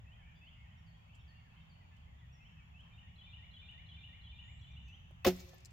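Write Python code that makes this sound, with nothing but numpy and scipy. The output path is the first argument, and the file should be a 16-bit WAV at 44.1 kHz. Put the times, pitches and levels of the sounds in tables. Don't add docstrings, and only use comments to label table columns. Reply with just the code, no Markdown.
import sys
import numpy as np
from scipy import signal
from scipy.fft import rfft, irfft
from scipy.io import wavfile
from scipy.ndimage import uniform_filter1d

SR = 44100
rng = np.random.default_rng(int(sys.argv[2]) if len(sys.argv) > 2 else 0)


def int16_out(signal):
    q = np.round(np.clip(np.atleast_2d(signal).T, -1, 1) * 32767)
    wavfile.write(sys.argv[1], SR, q.astype(np.int16))


N = 252252
EDGE_HZ = 15900


def gain_of(db):
    return 10 ** (np.asarray(db) / 20)


def evened(x):
    return x / np.sqrt(np.mean(x ** 2) + 1e-20)


def read(points, hz):
    f, value = np.transpose(points)
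    return np.interp(np.log(hz + 1), np.log(f + 1), value)


def add(mix, s, sound):
    part = mix[max(round(s * SR), 0):][:len(sound)]
    part += sound[:len(part)]


def swell(t, rise, t60):
    attack = np.sin(np.pi / 2 * np.clip(t / rise, 0, 1)) ** 2
    decay = np.exp(-np.log(1000) * np.clip((t - rise) / t60, 0, 2))
    return attack * decay


def noise(colour, likeness, patchy_db):
    frames, hz = N // 256 + 5, np.fft.rfftfreq(2048, 1 / SR)
    a, b, c, d, patches = rng.standard_normal((5, frames, len(hz)))
    patches = uniform_filter1d(patches, size=16, axis=0)
    patches = evened(uniform_filter1d(patches, size=12, axis=1))
    same = np.clip(read(likeness, hz), -1, 1)
    left, independent = a + 1j * b, c + 1j * d
    right = same * left + np.sqrt(1 - same ** 2) * independent
    z = np.array([left, right]) * gain_of(read(colour, hz) + patchy_db * patches)
    _, sound = signal.istft(z.swapaxes(1, 2), nperseg=2048, noverlap=1792)
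    return evened(sound[:, :N])


def scrapes(rows, colour, grain_db, spread, pan_db):
    t = np.arange(N) / SR
    power = sum((gain_of(db) * swell(t - s, rise, t60)) ** 2 for s, db, rise, t60 in rows)
    force = np.sqrt(power)
    grip = np.tanh(evened(uniform_filter1d(rng.standard_normal(N), size=24)))
    grains = evened(gain_of(grain_db * grip))
    hz = np.fft.rfftfreq(N, 1 / SR)
    spectrum = evened(gain_of(read(colour, hz)) * (hz < EDGE_HZ))
    mid, side = rfft(rng.standard_normal((2, N)) * grains * force) * spectrum
    width = spread * hz / (hz + 3000)
    lean = gain_of(pan_db * hz / (hz + 8000))
    return irfft(np.array([(mid + width * side) * lean, (mid - width * side) / lean]), N)


RING_LEAD = .36


def ring(s, modes):
    t, lead = np.arange(SR) / SR, np.array([[RING_LEAD / 2], [-RING_LEAD / 2]])
    sound = np.zeros((2, SR))
    for hz, db, t60, delay, rise in modes:
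        envelope = np.sqrt(2) * gain_of(db) * swell(t - delay, rise, t60)
        sound += envelope * np.sin(2 * np.pi * hz * (t - delay) + lead)
    return np.pad(sound, ((0, 0), (round(s * SR), N)))[:, :N]


# frequency in Hz, time to fall by 60 dB in seconds.
WOOD_DECAY = [(150, 0.34), (500, 1.02), (2000, 1.01), (4500, 1.45), (8000, 1.04), (15000, 0.73)]


def woods(x, treble_db):
    build_up = np.minimum(np.arange(SR) / SR / 0.022, 1)
    taps = rng.standard_normal((2, SR)) * (rng.random((2, SR)) < .06) * build_up
    hz, t, z = signal.stft(taps, SR, nperseg=256)
    decay = np.exp(-np.log(1000) * t / read(WOOD_DECAY, hz)[:, None])
    tilt = gain_of(treble_db * hz / (hz + 3000))[:, None]
    tail = signal.istft(z * decay * tilt, SR, nperseg=256)[1]
    return signal.fftconvolve(x[None], tail / np.linalg.norm(tail[0]), axes=1)[:, :N]


def whistles(notes, waver, taper=0.62):
    out = np.zeros(N)
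    for s, length, start_hz, middle_hz, end_hz, db in notes:
        u = np.linspace(0, 1, round(length * SR))
        hz = np.polyval(np.polyfit([0, .5, 1], [start_hz, middle_hz, end_hz], 2), u)
        wander = evened(uniform_filter1d(rng.standard_normal(SR // 2), size=120))
        hz *= 1 + waver * wander[:len(u)]
        envelope = np.sqrt(2) * gain_of(db) * signal.windows.tukey(len(u), taper)
        add(out, s, envelope * np.sin(2 * np.pi * np.cumsum(hz) / SR))
    return out


# frequency in Hz, level before the hum's swell in dB.
DRONE_TONES = [(68, -64), (109, -69.5), (132, -74), (162, -71.5)]


def drone(width_hz):
    hz = np.fft.rfftfreq(N, 1 / SR)
    shape = sum(gain_of(db) * evened(np.exp(-((hz - centre) / width_hz) ** 2))
                for centre, db in DRONE_TONES)
    return irfft(rfft(rng.standard_normal(N)) * shape, N)


# frequency in Hz, relative density in dB per Hz.
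HUM_COLOUR = [(10, -34), (21, -30.5), (33, -15.5), (50, -2.5), (72, 3), (95, 0), (125, -5), (155, -6.5),
              (175, -11.5), (212, -15), (250, -24), (310, -34), (400, -53), (800, -110)]
AIR_COLOUR = [(200, 2), (330, -3.5), (480, -2), (800, 6), (1100, 2), (1600, -1.5), (2800, 3), (3400, -3),
              (4000, -15), (6000, -18.5), (7100, -13.5), (8200, -30), (11000, -27.5), (12500, -25),
              (15800, -25.5)]
# frequency in Hz, left-right correlation from -1 to 1.
STEREO_LIKENESS = [(50, .95), (200, 0.81), (400, -0.35), (800, -0.52), (1500, -0.4), (3000, -0.31),
                   (6000, -0.26), (15000, 0.051)]
# time in seconds, relative level in dB.
HUM_DRIFT = [(0, -56.5), (.4, -58.5), (2.3, -58), (3.0, -57), (4.3, -56), (4.7, -53.5), (5.2, -57),
             (5.7, -58)]
HUM_DB, AIR_DB = -58, -69


def outdoors():
    s, db = np.transpose(HUM_DRIFT)
    drift = evened(gain_of(np.interp(np.arange(N) / SR, s, db)))
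    hum = gain_of(HUM_DB) * noise(HUM_COLOUR, STEREO_LIKENESS, patchy_db=0.95) + drone(width_hz=3.9)
    air = gain_of(AIR_DB) * noise(AIR_COLOUR, STEREO_LIKENESS, patchy_db=1.4)
    return drift * hum + air


CHORUS_DB, CHORUS_FADE_DB_PER_S = -75.5, 1.4


def chorus(count):
    when, pitch, length, slur, loud = rng.random((count, 5)).T
    s = (np.arange(count) + when) / count * N / SR
    hz, bend = 1730 * 2 ** (pitch ** 1.4), .2 * (slur - .5)
    db = CHORUS_DB + 6 * loud - CHORUS_FADE_DB_PER_S * s
    notes = np.transpose([s, .025 + .04 * length, hz * (1 - bend), hz, hz * (1 + bend), db])
    far = whistles(notes, waver=.012)
    return gain_of(-3.5) * far + woods(far, treble_db=1.5)


# start as a share of the whistle's length,
# length as a share of it, start, middle and end pitch in Hz, level relative to the whistle in dB.
SLUR_HALVES = [(0, .58, 2533, 2637, 2755, -1), (.55, .42, 2852, 3067, 3380, 1.5)]


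def upslurs(rows):
    notes = [(s + at * length, share * length, *hz, db + half_db)
             for s, length, db in rows for at, share, *hz, half_db in SLUR_HALVES]
    return whistles(notes, waver=.01, taper=0.54)


# start in seconds, length in seconds, source level in dB,
# gain of the direct sound let through by the trees in dB.
UPSLUR_CALLS = [(0.057, 0.097, -66.5, -0.5), (0.406, 0.098, -62.5, 0.5), (.665, 0.078, -68.5, -4.5),
                (1.086, 0.074, -65.5, -3.5), (1.505, 0.088, -65.5, -6), (1.914, .08, -71, -3),
                (2.395, .09, -64, -2.5), (2.733, .094, -62, -1), (4.872, .092, -61.5, 1)]


def upslur_bird():
    source = upslurs([row[:3] for row in UPSLUR_CALLS])
    direct = upslurs([(s, length, db + through_db) for s, length, db, through_db in UPSLUR_CALLS])
    return direct * gain_of([[-1.2], [-1.6]]) + gain_of(-2.5) * woods(source, treble_db=8)


# start in seconds, length in seconds,
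# start and end pitch in Hz, source level in dB.
PLAIN_WHISTLES = [(0.062, .17, 1740, 2110, -78), (.19, 0.17, 2125, 2545, -70.5),
                  (0.349, 0.043, 4820, 4800, -82), (.5, .12, 2860, 2824, -72.5),
                  (.55, .14, 2117, 2220, -71.5), (1.33, .09, 2782, 2800, -70.5),
                  (1.799, 0.041, 2080, 1840, -72.5), (2.202, 0.072, 2080, 1730, -73),
                  (2.318, 0.052, 5690, 5550, -76), (2.557, 0.06, 2620, 2566, -68),
                  (2.592, .048, 2315, 2270, -70), (4.399, .23, 6620, 7900, -82.5),
                  (4.608, .02, 5880, 5700, -84), (4.71, .02, 6000, 5840, -81), (4.81, .2, 6280, 5970, -83),
                  (5.22, 0.066, 2585, 2700, -65), (5.371, 0.081, 2307, 2287, -68),
                  (5.499, 0.091, 1770, 1723, -73)]


def plain_notes():
    return [(s, length, start_hz, (start_hz + end_hz) / 2, end_hz, db)
            for s, length, start_hz, end_hz, db in PLAIN_WHISTLES]


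# start in seconds, then source levels in dB
PIPS = [(.35, -97, -83, -86), (.77, -85, -82, -77.5), (1.185, -86, -78, -74.5), (1.602, -96, -77.5, -75.5)]
PIP_TONES = (5500, 3620)
FALL_PITCH = (4900, 4490, 4150)
PIP_S, FALL_S, FALL_AFTER_S = .036, 0.05, .087


def pip_notes():
    notes = []
    for s, *pip_db, fall_db in PIPS:
        notes += [(s, PIP_S, hz, hz, hz, db) for hz, db in zip(PIP_TONES, pip_db)]
        notes.append((s + FALL_AFTER_S, FALL_S, *FALL_PITCH, fall_db))
    return notes


def other_birds():
    others = whistles(plain_notes() + pip_notes(), waver=.012)
    return others * gain_of([[-1], [-1.5]]) + gain_of(-2.0) * woods(others, treble_db=9)


# start in seconds, level in dB, rise in seconds, 60 dB decay in seconds.
TICKS = [(1.14, -76.5, .016, 0.076), (1.966, -79.5, 0.00092, .03), (2.805, -83, .001, .04),
         (3.712, -82, .001, .02), (5.3635, -60, 0.00092, 0.018), (5.582, -68, .001, .02),
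         (5.604, -68.5, .001, 0.02), (5.6485, -54, 0.00082, 0.014), (5.655, -55, .0015, 0.04),
         (5.706, -69.5, 0.0011, 0.039)]
# frequency in Hz, relative density in dB per Hz.
TICK_COLOUR = [(500, -29), (2800, -18), (4000, -7), (4900, 0.5), (6200, -5), (7700, 1.5), (9300, -13.5),
               (11000, -19), (13000, -14), (15800, -18)]


def gear_ticks():
    return scrapes(TICKS, TICK_COLOUR, grain_db=0, spread=0.99, pan_db=4.5)


# start in seconds, level in dB, rise in seconds, 60 dB decay in seconds.
STIRS = [(1.5, -73.5, 0.046, 1), (2.8, -74.5, 0.053, 0.9)]
# frequency in Hz, relative density in dB per Hz.
STIR_COLOUR = [(300, -28), (700, -9), (1000, 3), (1500, -5), (3000, -9), (6000, -30), (15000, -44)]


def leaves():
    return scrapes(STIRS, STIR_COLOUR, grain_db=5, spread=1.5, pan_db=2)


# start within the phrase in seconds, length in seconds,
# start, middle and end pitch in Hz, source level before the repeat's own in dB.
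SONG_PHRASE = [(0.015, .016, 3940, 4040, 4210, -70.5), (0.038, 0.031, 3415, 3333, 3316, -60.5),
               (.064, .012, 3950, 3986, 3950, -70), (.068, .022, 3090, 3042, 3010, -58.5),
               (.085, 0.046, 3350, 3532, 3640, -65.5), (0.115, .014, 3280, 2760, 2440, -67),
               (0.124, 0.032, 2400, 2391, 2470, -61.5), (.14, .04, 3480, 3620, 3660, -65.5),
               (0.187, 0.03104, 2607, 2890, 3060, -54.5), (.236, 0.047, 1910, 1875, 1910, -68.5),
               (.278, .048, 1908, 2162, 2530, -66)]
# start in seconds, relative level in dB.
SONG_REPEATS = [(2.787, -6), (3.14, -0.5), (3.494, 1), (3.844, 0.5), (4.196, 0), (4.573, -3.5)]
SONG_START_S, SONG_END_S = 2.9, 4.8


def rolling_song():
    notes = [(s + at, *shape, db + effort_db)
             for s, effort_db in SONG_REPEATS for at, *shape, db in SONG_PHRASE
             if SONG_START_S < s + at < SONG_END_S]
    song, echo = whistles(notes, waver=0.0066), np.zeros(N)
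    add(echo, .094, gain_of(-16.0) * song)
    return song * gain_of([[-.5], [-2.5]]) + echo + gain_of(0.5) * woods(song, treble_db=4.0)


# start in seconds, level in dB, rise in seconds, 60 dB decay in seconds.
RUBS = [(4.88, -77.5, .004, 0.11), (5.388, -57.5, 0.017, 0.1), (5.484, -65.5, 0.0093, 0.051)]
# frequency in Hz, relative density in dB per Hz.
RUB_COLOUR = [(500, -16), (2800, -10), (4500, 1), (6200, 1), (7400, -3), (9000, -21), (11000, -18),
              (13000, -11), (15800, -7)]


def clothes():
    return scrapes(RUBS, RUB_COLOUR, grain_db=5, spread=0.86, pan_db=3.0)


# start in seconds, level in dB,
# rise in seconds, 60 dB decay in seconds.
BUMPS = [(5.107, -60.5, 0.0028, 0.037)]
# frequency in Hz, relative density in dB per Hz.
BUMP_COLOUR = [(150, -13), (380, 8), (900, -1), (2000, -25), (6000, -26), (15000, -30)]


def grip():
    return scrapes(BUMPS, BUMP_COLOUR, grain_db=0, spread=.8, pan_db=3)


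# start in seconds, level in dB, rise in seconds, 60 dB decay in seconds.
SLIPS = [(5.2455, -28, 0.0041, 0.073)]
# frequency in Hz, relative density in dB per Hz.
SLIP_SPECTRUM = [(60, -26), (200, -3), (400, -4), (750, 2), (1100, -10), (1500, -5.5), (2000, -3),
                 (2900, -1), (3700, -6.5), (5400, -11), (7000, -20.5), (10500, -28), (13500, -19),
                 (15800, -13)]


def string_slip():
    return scrapes(SLIPS, SLIP_SPECTRUM, grain_db=5, spread=0.99, pan_db=0.5)


# frequency in Hz, level in dB, 60 dB decay in seconds,
# delay after the release in seconds, rise in seconds.
SHAFT = [(518, -38, .06, 0.0023, 0.0067), (765, -41, 0.064, 0.00193, 0.0027),
         (1090, -35, 0.064, 0.00093, 0.0039)]


def shaft_ring():
    release_s = SLIPS[0][0]
    return ring(release_s, SHAFT)


# frequency in Hz, level in dB, 60 dB decay in seconds,
# delay after the string comes taut in seconds, rise in seconds.
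BOW = [(85, -34.5, 0.13, 0.0018, .012), (181.6, -32.5, 0.31, .008, 0.0083),
       (200, -25, 0.045, 0.00597, 0.0071), (263.6, -44.5, 0.28, 0.0039, 0.0091),
       (365.7, -22.5, 0.12, 0.00802, .014), (382, -38, 0.078, 0.0026, 0.01),
       (536.2, -26, 0.11, 0.00094, 0.0058), (585, -35.5, 0.078, 0.0009, 0.0031),
       (717, -39.5, 0.069, .012, 0.0059), (861, -45, 0.076, .014, .005), (1105, -58, 0.092, 0.0021, .004),
       (1315, -46, 0.09, .012, 0.0035), (2380, -50, .07, .012, .004)]
TAUT_S = 5.256


def bow_twang():
    return ring(TAUT_S, BOW)


# start in seconds, level in dB, rise in seconds, 60 dB decay in seconds.
SLAPS = [(5.2638, -28, 0.0013, 0.071), (5.2695, -32, 0.00096, 0.057), (5.2752, -31, .001, 0.12)]
# frequency in Hz, relative density in dB per Hz.
SLAP_SPECTRUM = [(200, 4), (700, 7), (1100, -5), (1700, -4), (2500, -2), (4500, -7), (6500, -8.5),
                 (8500, -20.5), (11000, -19.5), (13000, -8.5), (15800, -15)]


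def string_slap():
    return scrapes(SLAPS, SLAP_SPECTRUM, grain_db=1.5, spread=1.2, pan_db=-2.0)


# start in seconds, level in dB, rise in seconds, 60 dB decay in seconds.
KNOCKS = [(5.5305, -59.5, 0.002, 0.068)]
# frequency in Hz, relative density in dB per Hz.
KNOCK_SPECTRUM = [(150, -19), (400, -5), (700, -1), (1200, -4), (2200, -27), (5000, -26), (15000, -43)]


def arrow_knock():
    return scrapes(KNOCKS, KNOCK_SPECTRUM, grain_db=0, spread=0.86, pan_db=5)


def shot():
    direct = string_slip() + shaft_ring() + bow_twang() + string_slap() + arrow_knock()
    return direct + gain_of(-16.5) * woods(direct.mean(0), treble_db=15)


# frequency in Hz, level in dB, 60 dB decay in seconds,
# delay in seconds, rise in seconds.
CLINK = [(12800, -67.5, 0.043, 0.0027, 0.0066)]


def clink():
    return ring(5.538, CLINK)


def scene():
    birds = chorus(count=90) + upslur_bird() + other_birds() + rolling_song()
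    archer = gear_ticks() + clothes() + grip() + clink()
    return outdoors() + birds + leaves() + archer + shot()


def record(dry):
    low_pass = signal.firwin(511, EDGE_HZ, window=("kaiser", 9), fs=SR)
    return signal.oaconvolve(dry, low_pass[None], "same")


dry = scene()
out = record(dry)
int16_out(out)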